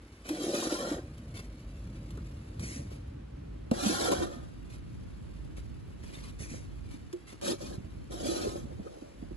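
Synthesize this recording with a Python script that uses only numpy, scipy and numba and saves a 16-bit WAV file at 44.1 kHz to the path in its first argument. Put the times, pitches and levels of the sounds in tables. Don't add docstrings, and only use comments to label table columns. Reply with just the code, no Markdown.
import sys
import numpy as np
from scipy import signal
from scipy.fft import rfft, irfft
from scipy.io import wavfile
from scipy.ndimage import uniform_filter1d
from numba import njit

SR = 44100
rng = np.random.default_rng(int(sys.argv[2]) if len(sys.argv) > 2 else 0)


def to_wav(sig):
    pcm = np.clip(np.atleast_2d(sig), -1, 1) * 32767
    pcm = np.round(pcm).astype(np.int16)
    wavfile.write(sys.argv[1], SR, pcm.T)


N = 412776
TIME = np.arange(N) / SR


def undb(db):
    return 10 ** (np.asarray(db) / 20)


def unit(x):
    return x / np.sqrt(np.mean(x ** 2))


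def curve(points):
    return np.interp(TIME, *np.transpose(points))


def add(track, start, sound):
    i = int(start * SR)
    track[i:i + len(sound)] += sound[:N - i]


def colour(x, spectrum):
    hz, db = np.transpose(spectrum)
    f = np.maximum(np.fft.rfftfreq(N, 1 / SR), 1)
    skirts = np.minimum(f / hz[0], 1) ** 2 * np.minimum(hz[-1] / f, 1) ** 2
    gain = undb(np.interp(np.log(f), np.log(hz), db))
    return unit(irfft(rfft(x) * skirts * gain, N))


@njit
def bandpass(x, hz, width_hz):
    y, band, low = np.empty(len(x)), 0., 0.
    for i in range(len(x)):
        g, damping = np.tan(np.pi * hz[i] / SR), width_hz / hz[i]
        v = (band + g * (x[i] - low)) / (1 + g * (g + damping))
        band, low = 2 * v - band, low + 2 * g * v
        y[i] = damping * v
    return y


def resonate(x, modes):
    f = np.maximum(np.fft.rfftfreq(N, 1 / SR), 1)
    response = sum(undb(db) / (1 + 1j * (f * f - hz * hz) / (f * width)) for hz, width, db in modes)
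    return irfft(rfft(x) * response, N)


def wander(rate):
    hold = max(int(SR / rate), 2)
    steps = np.repeat(rng.standard_normal(N // hold + 1), hold)
    return unit(uniform_filter1d(steps, hold)[:N])


def grains(rate, spread_db):
    size = undb(spread_db * np.minimum(rng.exponential(size=N), 5))
    breaks = rng.random(N) < rate / SR
    return unit(breaks * size * rng.choice([-1, 1], N))


def opposed(x, db):
    return undb(db) * x * np.array([[1], [-1]])


def mic_pair(x, lag_s, pan_db):
    return np.array([np.interp(TIME - side * lag_s / 2, TIME, x) * undb(side * pan_db / 2)
                     for side in (1, -1)])


# (time [s], frequency [Hz])
MONO_CORNER = [(1.7, 740), (2.6, 417), (3.7, 148), (4.6, 35)]
def above_bass(x):
    f, t, bins = signal.stft(x, SR, nperseg=512)
    corner = np.interp(t, *np.transpose(MONO_CORNER))
    share = 1 / (1 + (corner / np.maximum(f, 1)[:, None]) ** 10)
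    return signal.istft(bins * share, SR)[1][..., :N]


def low_mic_pair(x, pan_db, scatter=0, lag_s=0.00058):
    stereo = mic_pair(x, lag_s, pan_db) + opposed(scatter, db=3.5)
    return x + above_bass(stereo - x)


def reflect(x, lag_s=0.000272, count=4, drift_s=0.0002):
    treble = signal.sosfilt(signal.butter(2, 2200, "highpass", fs=SR, output="sos"), x)
    heard = x
    for delay in (np.arange(count) + rng.uniform(.6, 1.6, count)) * .0009:
        gain = 0.36 * rng.choice([-1, 1])
        heard = heard + gain * np.interp(TIME - delay - drift_s * wander(rate=4), TIME, treble)
    out = mic_pair(heard, -lag_s, pan_db=0.5)
    for mic in out:
        for delay in (np.arange(count) + rng.uniform(.6, 1.6, count)) * .0015:
            gain = 0.5 * rng.choice([-1, 1])
            mic += gain * np.interp(TIME - delay - drift_s * wander(rate=7), TIME, heard)
    return unit(out)


# (time [s], length [s])
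RUMBLE_LULLS = [(0.0, 0.96), (7.058, 0.5), (8.87, 0.3)]
def rumble_gain(base_db=-43.5, swell_db=3, lull_db=-10, ramp_s=0.11):
    swell = np.exp(-((TIME - 2.34) / 1.57) ** 2)
    lull = sum(np.clip(.5 + np.minimum(TIME - start, start + length - TIME) / ramp_s, 0, 1)
               for start, length in RUMBLE_LULLS)
    return undb(base_db + swell_db * swell + lull_db * lull)


# (frequency [Hz], gain [dB])
RUMBLE_SPECTRUM = [(35, -16), (55, 2), (110, 0), (175, -7.5), (300, -11), (420, -24.5), (560, -19.5),
                   (780, -30), (1200, -59)]
# (frequency [Hz], gain [dB])
AIR_SPECTRUM = [(60, -15), (300, 2.5), (600, -14), (1200, -13.5), (3000, -21), (11500, -42.5)]
def street(hum_hz=50.34, waver_db=1.5, air_db=-59.5):
    noise = rng.standard_normal((4, N))
    rumble = colour(noise[0] * undb(waver_db * wander(rate=12)), RUMBLE_SPECTRUM)
    hum = unit(resonate(noise[1], [(hum_hz, 4, 0)]))
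    engine = (undb(-2.5) * rumble + undb(-6) * hum) * rumble_gain()
    echo = undb(-5) * np.roll(engine, SR // 20)
    mid, side = colour(noise[2:], AIR_SPECTRUM)
    air = undb(air_db) * (mid + opposed(above_bass(side), db=-3))
    return low_mic_pair(engine, pan_db=-1.5, scatter=echo, lag_s=0.00074) + air


def pressing(rows, attack_s, fade_s):
    press, t = np.zeros(N), np.arange(SR // 2) / SR
    for start, db, length in rows:
        fade = np.exp(-np.maximum(t - length + fade_s, 0) / fade_s)
        add(press, start, undb(db) * np.minimum(t / attack_s, 1) * fade)
    return press


def clods():
    patter = colour(grains(rate=400, spread_db=4.5), [(140, -4.5), (330, -1), (600, -5.5)])
    return low_mic_pair(patter, pan_db=-0.5)


# (frequency [Hz], gain [dB])
POWDER_SPECTRUM = [(950, 6), (1700, 5.5), (2300, 8.5), (3200, 3), (4800, 3.5), (8800, -4), (10300, 2),
                   (11800, -8)]
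# (time [s], level [dB], length [s])
SNOW_CRUNCHES = [(0.243, -49, 0.15), (1.338, -48.5, 0.074), (2.9, -60.5, 0.075), (3.716, -44, 0.024),
                 (4.69, -56.5, 0.077), (5.565, -51.5, 0.027), (6.02, -59, 0.12), (6.125, -53.5, 0.1),
                 (6.225, -53.5, 0.09), (6.9, -60, 0.07), (7.265, -55, 0.085)]
# (time [s], level [dB])
RUSTLE_LEVELS = [(0, -63.5), (2.9, -62.5), (3.2, -74), (4.4, -65), (5.8, -66), (6.6, -64.5), (9.3, -65.5)]
def loose_snow(flurry_db=1.64):
    press = undb(curve(RUSTLE_LEVELS)) + pressing(SNOW_CRUNCHES, attack_s=0.015, fade_s=0.016)
    crystals = grains(rate=6000, spread_db=0) * undb(flurry_db * wander(rate=110))
    crunch = reflect(colour(crystals, POWDER_SPECTRUM), count=2)
    return (undb(-1) * crunch + undb(-2) * clods()) * press


# (frequency [Hz], gain [dB])
SPRAY_SPECTRUM = [(1400, -1.5), (2100, 10), (3300, -4), (5000, 2), (6100, 5.5), (8900, -3.5), (10300, 6),
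                  (11500, -12.5)]
# (time [s], level [dB], length [s])
SNOW_TOSSES = [(2.594, -46, 0.03), (2.62, -47.5, 0.19), (6.385, -48, 0.1), (6.49, -52.5, 0.12)]
def tossed_snow():
    spray = reflect(colour(rng.standard_normal(N), SPRAY_SPECTRUM), count=1)
    landing = pressing(SNOW_TOSSES, attack_s=0.014, fade_s=0.044)
    return (undb(0.5) * spray + undb(-4) * clods()) * landing


# (time [s], level [dB], pitch [Hz])
SNOW_THUDS = [(2.627, -31.5, 204), (2.76, -33.5, 250), (2.792, -27, 130), (4.364, -30.5, 238),
              (6.4, -29.5, 72.6), (6.513, -33, 240), (6.939, -37.5, 268), (7.779, -28.5, 118),
              (7.844, -31.5, 80), (8.478, -27.5, 73), (8.636, -32, 73), (8.791, -29.5, 190),
              (9.02, -36, 302), (9.225, -27.5, 205), (9.309, -35.5, 342)]
def thuds(rise_s=0.0045, bump_db=-3, creak_db=-12):
    bumps, press, t = np.zeros(N), np.zeros(N), np.arange(SR // 4) / SR
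    shape = t / rise_s * np.exp(1 - t / rise_s)
    for start, db, hz in SNOW_THUDS:
        add(bumps, start, undb(db + bump_db) * shape * np.sin(2 * np.pi * hz * t))
        add(press, start, undb(db + creak_db) * np.cbrt(shape) * np.minimum(t / rise_s, 1))
    fractures = grains(rate=1700, spread_db=-2.5)
    creak = colour(fractures, [(100, 8), (220, 18), (420, 0), (700, 0), (1500, -49)])
    return low_mic_pair(bumps + press * creak, pan_db=-3.5)


# (time [s], level [dB])
ICE_TICKS = [(0.29, -24.5), (1.18, -46), (2.106, -42), (2.173, -44), (2.5946, -35.5), (3.7122, -27.5),
             (4.118, -22), (7.128, -34.5), (7.413, -35)]
def ice_ticks(rise_s=0.00033, decay_s=0.0057, gain_db=-7):
    bursts, t = np.zeros(N), np.arange(SR // 20) / SR
    for start, db in ICE_TICKS:
        add(bursts, start, undb(db + gain_db) * np.minimum(t / rise_s, 1) * np.exp(-t / decay_s))
    crack = colour(rng.standard_normal(N), [(1000, 8), (2200, 3.5), (8500, -1), (11000, -2.5)])
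    return reflect(crack, count=1) * bursts


# (time [s],
# level [dB], pitch [Hz])
CRUST_CLACKS = [(0.62, -40, 1040), (2.173, -51, 1300), (3.714, -29, 570), (4.118, -34.5, 1130),
                (7.461, -39, 1390), (8.866, -52, 1230)]
def crust_clacks(rise_s=0.0055, width_hz=190.0):
    out, t = np.zeros(N), np.arange(SR // 16) / SR
    shape = t / rise_s * np.exp(1 - t / rise_s)
    for start, db, hz in CRUST_CLACKS:
        centre = np.full(len(t), float(hz))
        ring = bandpass(rng.standard_normal(len(t)), centre, width_hz)
        ring = unit(bandpass(ring, centre, 2 * width_hz))
        add(out, start, undb(db) * ring * shape)
    return mic_pair(out, lag_s=-0.00024, pan_db=7)


# (time [s], level [dB], pitch [Hz], rise [s])
SCOOP_KNOCKS = [(0.3, -25, 310, 0.0071), (0.33, -31, 318, 0.005), (0.399, -31, 302, 0.0054),
                (0.438, -25, 363, 0.002), (0.490, -30.5, 357, 0.0026), (0.541, -28.5, 347, 0.0032),
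                (0.670, -22, 322, 0.00062), (0.720, -24, 305, 0.004), (0.802, -32, 500, 0.0022),
                (0.833, -29.5, 544, 0.0015), (0.912, -24, 297, 0.0044), (2.173, -42.5, 423, 0.0014),
                (3.715, -13, 232, 0.0007), (3.824, -28.5, 286, 0.011), (3.856, -20.5, 212, 0.007),
                (3.893, -24, 310, 0.0034), (4.082, -24.5, 494, 0.0024), (7.13, -29.5, 352, 0.0079),
                (7.475, -31.5, 535, 0.0053), (7.527, -27.5, 381, 0.0022), (8.255, -28, 575, 0.0054),
                (8.285, -26, 328, 0.0031), (8.468, -22.5, 407, 0.0018), (8.863, -36.5, 433, 0.0014)]
def scoop_knocks():
    out, t = np.zeros(N), np.arange(SR // 4) / SR
    overtones = undb(-8) * np.sin(2 * np.pi * 490 * t) + undb(-13) * np.sin(2 * np.pi * 640 * t)
    for start, db, hz, rise in SCOOP_KNOCKS:
        t60 = 0.039 + 10.5 * rise
        hardness = np.exp(-rise / 0.0061)
        shape = (1 - np.exp(-(t / rise) ** 2)) * np.exp(-np.log(1000) * t / t60)
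        note = np.sin(2 * np.pi * hz * t) + hardness * overtones
        add(out, start, undb(db) * note * shape / shape.max())
    return low_mic_pair(out, pan_db=-3)


# (time [s], run-up [s], hold [s], stop [s], drone level [dB],
# rasp level [dB], hiss level [dB], first scoop note [Hz], last scoop note [Hz])
STROKES = [(0.282, .26, .39, .085, -32.8, -46.6, -37.6, 347, 290),
           (3.734, 0.15, 0.25, .2, -31.2, -40, -33.9, 165, 370),
           (7.419, 0.051, 0.043, 0.052, -32, -45.5, -35.5, 235, 241),
           (7.581, 0.041, 0.12, 0.041, -40.5, -56.5, -49.5, 250, 250),
           (8.104, 0.02, 0.067, 0.037, -40.5, -56, -49, 298, 338),
           (8.201, 0.06, 0.18, 0.2, -32, -48.4, -39.1, 307, 340),
           (8.81, 0.06, 0.02, 0.6, -49.5, -69, -64, 450, 540)]
# (time [s], level change [dB])
EDGE_BITES = [(0.548, 2), (0.625, -0.5), (4.06, 3.5), (4.124, 4), (4.234, 7.5), (8.445, 2)]
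def stroke_gain(layer, contact_db, piling_db_per_s, stop_db, bite_s=0.023):
    gain = 0
    for start, run_up, hold, stop, drone_db, rasp_db, hiss_db, _, _ in STROKES:
        age = TIME - start
        full_db = {"drone": drone_db, "rasp": rasp_db, "hiss": hiss_db}[layer]
        starting = contact_db * np.clip(1 - age / run_up, 0, 1) ** 0.98
        piling = piling_db_per_s * np.clip(age - run_up, 0, hold)
        stalling = stop_db * np.maximum(age - run_up - hold, 0) / stop
        db = full_db - starting + piling - stalling
        gain = gain + undb(np.maximum(db, -200)) * (age >= 0)
    bite_db = sum(db * np.maximum(1 - np.abs(TIME - at) / bite_s, 0) for at, db in EDGE_BITES)
    return uniform_filter1d(gain, size=400) * undb(bite_db)


def scoop_note():
    points = []
    for start, run_up, hold, *_, first_hz, last_hz in STROKES:
        points += [(start, first_hz), (start + run_up + hold, last_hz)]
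    return curve(points)


# (frequency [Hz], width [Hz], gain [dB])
EDGE_MODES = [(1045, 23, -2), (1210, 39, -0.5), (1390, 81, -7.5), (1585, 70, -3.5), (1837, 49, 1.5),
              (2382, 39, 6), (3180, 200, -4.5), (4000, 300, -4)]
def flexing_edge(x, direct, bend=0.03):
    ring = sum(undb(db) * bandpass(x, hz * (1 + bend * wander(rate=8)), float(width))
               for hz, width, db in EDGE_MODES)
    return direct * x + ring


# (frequency [Hz], gain [dB])
RASP_SPECTRUM = [(480, -21), (720, 13), (920, 1.5), (1400, 5), (1900, -3.5), (2200, -14.5), (2600, -30.5),
                 (3200, -8)]
# (frequency [Hz], gain [dB])
HISS_SPECTRUM = [(2000, -5.5), (2850, -3), (3200, -1.5), (4300, -1.5), (5600, 2.9), (7600, -2),
                 (9000, -7.5), (10400, 1.5), (11500, -7.5)]
def edge_scrape(flutter_db=0.77, grip_db=1.24):
    grip = undb(grip_db * wander(rate=31))
    coarse = grains(rate=2000, spread_db=3) * undb(flutter_db * wander(rate=90))
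    coarse = colour(flexing_edge(coarse, direct=0.52), RASP_SPECTRUM)
    fine = grains(rate=7000, spread_db=3) * undb(flutter_db * wander(rate=130))
    fine = colour(flexing_edge(fine, direct=0.6), HISS_SPECTRUM)
    rasp_gain = undb(2) * stroke_gain("rasp", contact_db=11.3, piling_db_per_s=7.4, stop_db=17.3)
    hiss_gain = stroke_gain("hiss", contact_db=13.7, piling_db_per_s=-21, stop_db=19.9)
    return (reflect(coarse, lag_s=0.00028) * rasp_gain + reflect(fine) * hiss_gain) * grip


# (frequency [Hz], width [Hz], gain [dB])
SCOOP_MODES = [(347.5, 31, 5), (496, 84, -0.5), (564, 21, 5.5), (753, 110, 1.5)]
def scoop_drone(main_width_hz=167.0, judder_db=3):
    judder = undb(judder_db * wander(rate=40))
    rings = []
    for _ in range(2):
        slips = grains(rate=480, spread_db=1) * judder
        ring = bandpass(slips, scoop_note(), main_width_hz) + resonate(slips, SCOOP_MODES)
        rings.append(colour(ring, [(110, -8), (190, 2), (650, -1.5), (900, -13), (1500, -57)]))
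    direct, scattered = rings
    gain = undb(-2.5) * stroke_gain("drone", contact_db=3.3, piling_db_per_s=-0.95, stop_db=14.5)
    return low_mic_pair(direct, pan_db=-0.5, scatter=undb(-8) * scattered) * gain


def scene():
    shovel = scoop_drone() + edge_scrape() + scoop_knocks() + crust_clacks() + ice_ticks()
    return shovel + thuds() + loose_snow() + tossed_snow() + street()


def record(dry):
    low_cut = signal.butter(2, 36, "highpass", fs=SR, output="sos")
    top_cut = signal.ellip(10, .2, 80, 11800, fs=SR, output="sos")
    return signal.sosfilt(top_cut, signal.sosfilt(low_cut, dry))


dry = scene()
out = record(dry)
to_wav(out)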